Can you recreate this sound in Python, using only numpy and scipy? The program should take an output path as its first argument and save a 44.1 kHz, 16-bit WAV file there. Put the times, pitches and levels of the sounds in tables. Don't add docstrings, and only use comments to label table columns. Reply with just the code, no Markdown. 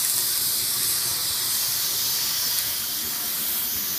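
import sys
import numpy as np
from scipy import signal
from scipy.fft import rfft, irfft, next_fast_len
from scipy.io import wavfile
from scipy.ndimage import uniform_filter1d, map_coordinates

SR = 44100
rng = np.random.default_rng(int(sys.argv[2]) if len(sys.argv) > 2 else 0)


def decibels_to_gain(level_db):
    exponent = np.asarray(level_db, float) / 20
    return 10 ** exponent


def wav_record(signal):
    frames = np.transpose(np.atleast_2d(signal))
    bounded = np.clip(frames, -1, 1)
    quanta = np.round(bounded * 32767).astype(np.int16)
    wavfile.write(sys.argv[1], SR, quanta)


N = 175518


def unit(x):
    return x / np.sqrt(np.mean(x ** 2) + 1e-20)


def curves(rows):
    s, *columns = np.transpose(rows)
    return [np.interp(np.arange(N) / SR, s, column) for column in columns]


def wobble(rate):
    return map_coordinates(rng.standard_normal(400), [np.arange(N) * min(rate, 90) / SR])


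def filtered(x, response):
    m = next_fast_len(N + 8192)
    return irfft(rfft(x, m) * response(np.fft.rfftfreq(m, 1 / SR)), m)[..., :N]


def resonant(x, peaks):
    def response(f):
        power = 0
        for centre, breadth, db in peaks:
            distance = (f - centre) / breadth * 2
            power = power + decibels_to_gain(2 * db) / (1 + distance ** 2 / 3) ** 3
        return np.sqrt(power)
    return unit(filtered(x, response))


def spatter(patchy_db, spiky_db, share):
    z = signal.stft(rng.standard_normal(N), nperseg=512)[2]
    patches = uniform_filter1d(rng.standard_normal(z.shape), 5, axis=0)
    patches = uniform_filter1d(patches, 10, axis=1)
    hiss = signal.istft(z * decibels_to_gain(patchy_db * unit(patches)), nperseg=512)[1][:N]
    drop_size = np.minimum(rng.exponential(size=N), 7)
    impacts = rng.standard_normal(N) * decibels_to_gain(spiky_db * drop_size)
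    share = np.clip(share, 0, 1)
    return np.sqrt(1 - share) * unit(hiss) + np.sqrt(share) * unit(impacts)


def mixed(main, extra, share_db):
    return (main + decibels_to_gain(share_db) * extra) / np.sqrt(2)


def thumps(rows, rise_s, sag):
    out, t = np.zeros(N + SR), np.arange(5000) / SR
    for s, db, hz in rows:
        phase = 2 * np.pi * hz * (t + sag * rise_s * (1 - np.exp(-t / rise_s)))
        swell = np.e * t / rise_s * np.exp(-t / rise_s)
        out[round(s * SR):][:len(t)] += decibels_to_gain(db) * swell * np.sin(phase)
    return out[:N]


def haze():
    # (frequency [Hz], level [dB])
    wash_tone = [(40, -32), (100, 1), (700, -5), (2800, -11), (4000, 3), (6500, -11), (8500, -3.5),
                 (14000, -5.5)]
    f, db = np.transpose(wash_tone)

    def colour(hz):
        return decibels_to_gain(np.interp(np.log(hz + 1), np.log(f), db, left=-40))
    return decibels_to_gain(-40) * unit(filtered(spatter(0.49, 0.85, 0.067), colour))


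def bumps():
    # (time [s], peak [dB], pitch [Hz])
    knocks = [(.14, -41, 112), (.29, -43, 122), (.62, -45, 95), (1.055, -39, 115), (1.3, -38, 80.6),
              (1.68, -39, 115), (2.02, -42, 108), (2.28, -55.5, 70), (2.38, -48, 95), (2.68, -50, 80),
              (3.04, -40.5, 78), (3.483, -50, 80), (3.753, -38, 79)]
    # (frequency [Hz], width [Hz], level [dB])
    rumble = [(52, 22, -11), (78, 39, 8)]
    tremor_db = -62 + 3 * np.arange(N) / N + 2.8 * wobble(12)
    tremor = decibels_to_gain(tremor_db) * resonant(rng.standard_normal(N), rumble)
    return thumps(knocks, rise_s=0.0092, sag=0.22) + tremor


def tub():
    # (time [s], drumming [dB], depth of the microphone in the tub [0-1], ring of the rim [dB])
    tub_course = [(0, -40.5, 0.16, -56), (.3, -41.5, 0.06, -54), (.7, -41, 0.15, -53), (1, -39.5, 0, -47),
                  (1.3, -39.5, 0.1, -49), (1.6, -39.5, 0.2, -40.5), (1.9, -40, 0.3, -45),
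                  (2.25, -38.5, 0.42, -38), (2.6, -39, 0.3, -41), (2.9, -42, 0.45, -39),
                  (3.05, -41.5, 0.96, -43.5), (3.5, -40.5, 0.87, -40.5), (3.98, -42, 0.72, -42.5)]
    # (time [s], peak [dB], pitch [Hz])
    slugs = [(2.45, -43, 237), (2.819, -45, 234), (2.925, -61, 236), (3.017, -39, 232), (3.113, -42, 231),
             (3.202, -43, 300), (3.24, -45, 225), (3.29, -51, 295), (3.38, -42, 155), (3.553, -44, 218),
             (3.64, -44, 244), (3.718, -45, 240), (3.812, -38, 213), (3.92, -44, 299)]
    # (frequency [Hz], width [Hz], level [dB])
    shell_tones = [(573, 310, -11), (716, 35, -6.5), (957, 154, -5), (1167, 42, -1.5), (1236, 260, -7),
                   (1580, 410, -5), (1936, 160, -3), (2220, 990, -6)]
    room_tones = [(87, 8.3, -11), (119.4, 56, 3), (227, 54, -1.5), (302, 19, -4.5), (358, 66, -1)]
    basin_tones = [(170, 44, -8), (230.4, 20, -3.5), (300, 22, -6), (378, 90, -10)]
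    rim_tones = [(3165, 116, -2), (3250, 530, -3)]
    drum_db, depth, rim_db = curves(tub_course)
    depth = np.clip(depth, 0, 1)
    room_db = -46 + 0.9 * wobble(8.9) + 1.8 * wobble(18)
    room = decibels_to_gain(room_db) * (1 - depth) * resonant(spatter(0.55, 0.92, 0.04), room_tones)
    basin_db = -46.5 + 0.85 * wobble(4.84)
    basin = decibels_to_gain(basin_db) * depth * resonant(spatter(0.91, 4.6, 0.12), basin_tones)
    rim = decibels_to_gain(rim_db) * resonant(spatter(1.0, 1.5, 0.24), rim_tones)
    shell = decibels_to_gain(drum_db) * resonant(spatter(1.13, 5.0, 0.084), shell_tones)
    return shell + room + basin + rim + thumps(slugs, rise_s=0.011, sag=0)


def plinks():
    # (time [s], peak [dB], pitch [Hz])
    rim_drops = [
        (.05, -35, 1850),
        (.183, -37, 1850),
        (.752, -35, 1160),
        (2.58, -37, 1480),
        (2.835, -37, 1450),
        (.16, -42, 300),
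        (.47, -41, 320),
        (2.47, -43, 470),
        (.8, -44, 190),
    ]
    return thumps(rim_drops, rise_s=0.0048, sag=0)


def ticks():
    # (time [s], peak [dB], pitch [Hz])
    stray_drops = [(0.0487, -4.5, 9000), (0.078, -17, 10500), (0.0982, -6, 9500), (0.164, -7, 10000),
                   (0.181, -5, 8450), (0.1881, -6, 10000), (0.2073, -9, 8500), (.2578, -17, 10000),
                   (0.3766, -6.5, 10800), (.832, -6, 8800), (1.721, -9, 10600), (2.483, -19, 10000),
                   (2.5871, -4, 10200), (3.5932, -23, 10000), (3.6391, -22, 10000)]
    click_cycles, fizz_s = 0.85, 0.0032
    out, t = np.zeros(N + SR), np.arange(600) / SR
    for s, db, hz in stray_drops:
        u = t * hz / click_cycles
        click = np.e * u * np.exp(-u) * np.sin(2 * np.pi * hz * t)
        fizz = decibels_to_gain(-13.5) * np.exp(-t / fizz_s) * np.diff(rng.standard_normal(len(t) + 1))
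        out[round(s * SR):][:len(t)] += decibels_to_gain(db - 1.5) * (click + fizz)
    return out[:N]


def splash():
    # (time [s], splash level [dB], share of finest mist [dB])
    splash_course = [(0, -37, 1), (.3, -33.5, -2), (.55, -33, -4), (.7, -31, -10), (.9, -32, -9),
                     (1.1, -36, -4), (1.4, -33, -8), (1.55, -32, -5), (1.75, -32, -5), (2.1, -32, -4),
                     (2.35, -34, -2), (2.55, -30.5, -4), (2.8, -36.5, 0.5), (3.25, -32.5, -5),
                     (3.5, -29, -5), (3.75, -30, -5), (3.98, -31, -6)]
    # (frequency [Hz], width [Hz], level [dB])
    droplet_tones = [(9500, 2900, -1), (12000, 1600, 3.5), (13250, 1200, 5)]
    mist_tones = [(13900, 1600, -5), (14560, 850, -5), (15000, 500, -3)]
    splash_db, mist_db = curves(splash_course)
    droplets = resonant(spatter(0.51, 1.9, 0.071), droplet_tones)
    mist = resonant(spatter(1.2, 2.5, 0.15), mist_tones)
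    return decibels_to_gain(splash_db + 4.5 + 0.19 * wobble(23.6)) * mixed(droplets, mist, mist_db)


def head():
    # (time [s], nearness of the jets [dB], sharpness [dB], fullness [dB])
    jet_course = [(0, -33, 0, -0.5), (.3, -30, -6, -3), (.7, -30.5, -3.5, -2), (1.1, -30, -2.5, -4.5),
                  (1.35, -30, -6.5, -1), (1.6, -29.5, -2, -5), (2, -30, -0.5, -1), (2.3, -28, -2.5, -8),
                  (2.55, -29.5, -2.5, -4.5), (2.75, -33, -2.5, -5.5), (3.08, -34.5, 0.5, -4.5),
                  (3.3, -36, -2, -1.5), (3.6, -37, -0.5, -1.5), (3.72, -35, 3.5, -6.5),
                  (3.98, -36, 3.5, -2)]
    # (time [s], how far the face points at the microphone [dB], its outer ring [dB])
    face_course = [(0, -28.5, 2.5), (.25, -31.5, 2.5), (.5, -29.5, 3), (.6, -29, -2), (1, -29.5, 1.5),
                   (1.3, -31.5, -1), (1.52, -28.5, -3), (1.65, -35, 3), (2.1, -38.5, 6), (2.55, -43, 9),
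                   (2.7, -40.5, 8.5), (3.3, -42.5, 5), (3.6, -40, -6), (3.67, -52, -4), (3.98, -57, 0)]
    # (frequency [Hz], width [Hz], level [dB])
    cavity_tones = [(4513, 340, -2), (4954, 330, -1.5), (5410, 360, -4)]
    throat_tones = [(5940, 700, 2), (6580, 1330, -2)]
    handle_tones = [(3510, 360, -5), (4014, 530, -1)]
    nozzle_tones = [(7460, 700, -2), (8620, 1240, 3)]
    ring_tones = [(10000, 300, -12), (11260, 2670, 12.5)]
    flutter = wobble(19) + 0.4 * wobble(50)
    jets_db, sharp_db, full_db = curves(jet_course)
    face_db, ring_db = curves(face_course)

    cavity = resonant(spatter(0.71, 2.5, 0.11), cavity_tones)
    throat = resonant(spatter(1.46, 0.98, 0.023), throat_tones)
    handle = resonant(spatter(0.98, 5.4, 0.13), handle_tones)
    jets = mixed(cavity, throat, sharp_db) + decibels_to_gain(full_db - 4.0) * handle

    nozzles = resonant(spatter(0.66, 1.2, 0.32), nozzle_tones)
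    ring = resonant(spatter(1.2, 1.8, 0.46), ring_tones)
    face = mixed(nozzles, ring, ring_db)

    jets_db = jets_db + 1.5 + 0.33 * flutter
    face_db = face_db + 1.5 + 0.16 * flutter + 0.83 * wobble(20)
    return decibels_to_gain(jets_db) * jets + decibels_to_gain(face_db) * face


def shadowed(x):
    # (from [s], to [s], frequency [Hz], width [Hz], depth [dB])
    shadows = [
        (1, 0.77, 2700, 400, -1.5),
        (1.1, 1.75, 2800, 310, -3),
        (.5, 1.27, 7170, 620, -3),
        (2.5, 2.75, 5000, 780, -1),
        (0.5, 1.02, 9800, 830, -0.5),
        (1.5, 1.62, 1150, 250, -1),
        (3.5, 3.9, 3500, 150, -0.5),
        (3.5, 4.3, 5700, 500, -2.5),
    ]
    # (from [s], to [s], frequency [Hz], width [Hz], depth [dB])
    hollows = [
        (.6, .8, 14200, 900, -2),
        (.8, .96, 14600, 800, -4),
        (1.36, 1.57, 14200, 500, -1.5),
        (3.66, 3.88, 8700, 1800, -5.5),
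        (3.88, 4.3, 8300, 1400, -4),
    ]
    hz, t, z = signal.stft(x, SR, nperseg=1024)

    def edge(s):
        return 0.5 + 0.5 * np.tanh((t - s) / 0.033)
    hollow_db = 0
    for start, end, centre, breadth, db in shadows + hollows:
        shape = np.exp(-((hz - centre) / breadth) ** 4)
        hollow_db = hollow_db + db * np.outer(shape, edge(start) - edge(end))
    return signal.istft(z * decibels_to_gain(hollow_db), SR, nperseg=1024)[1][:N]


def tiles(x):
    z = signal.stft(x, nperseg=2048)[2]
    low = np.clip(np.arange(len(z)) / 20, 0, 1)[:, None]
    ripple = uniform_filter1d(rng.standard_normal(z.shape), size=8, axis=1)
    ripple = uniform_filter1d(ripple, size=2, axis=0)
    comb_db = 2 * low * unit(ripple)
    evened = decibels_to_gain(comb_db) / np.sqrt(np.mean(decibels_to_gain(2 * comb_db)))
    return signal.istft(z * evened, nperseg=2048)[1][:N]


def scene():
    water = tiles(shadowed(head() + splash() + tub() + haze()))
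    mono = water + ticks() + bumps() + plinks()
    return np.array([mono, mono])


def gated(x):
    # (frequency [Hz], level below which a band is dropped [dB])
    gate_curve = [(2000, -73), (2800, -70.5), (5000, -70), (8500, -68), (12000, -63), (13500, -60.5),
                  (14300, -60), (14900, -61), (15200, -65)]
    hz, _, z = signal.stft(x, SR, window="cosine", nperseg=2048)
    f, gate_db = np.transpose(gate_curve)
    strength = np.sqrt(np.abs(uniform_filter1d(np.abs(z) ** 2, size=6, axis=-2)))
    heard = strength > decibels_to_gain(np.interp(hz, f, gate_db, left=-200))[:, None]
    return signal.istft(z * heard, SR, window="cosine", nperseg=2048)[1][..., :N]


def fills(mono):
    puffs = [(22, 384, 480), (54, 196, 240), (54, 544, 608), (58, 448, 512), (60, 240, 292), (85, 320, 384),
             (87, 216, 264), (87, 640, 704), (90, 216, 264), (90, 292, 352), (96, 320, 384),
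             (105, 240, 292), (133, 292, 352), (152, 240, 292), (156, 292, 384)]
    hop, first = 1024, 144
    out, n = np.zeros(N), np.arange(2 * hop) + 0.5
    fade = signal.windows.kaiser_bessel_derived(2 * hop, 4 * np.pi)
    for number, low, high in puffs:
        at = slice(first + number * hop, first + (number + 2) * hop)
        lines = np.arange(low, high) + 0.5
        waves = fade * np.cos(np.pi / hop * np.outer(lines, n + hop / 2))
        loudness = np.sqrt(np.mean((waves @ mono[at]) ** 2)) * 2 / hop
        out[at] += decibels_to_gain(-3) * loudness * unit(rng.uniform(-1, 1, high - low)) @ waves
    return out


def band_limit(x):
    return signal.sosfilt(signal.butter(12, 16460, fs=SR, output="sos"), x)


def record(dry):
    x = filtered(gated(dry), lambda hz: hz < 15330)
    mix = x + fills(x[0]) * [[1], [-1]]
    return band_limit(mix)


dry = scene()
out = record(dry)
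wav_record(out)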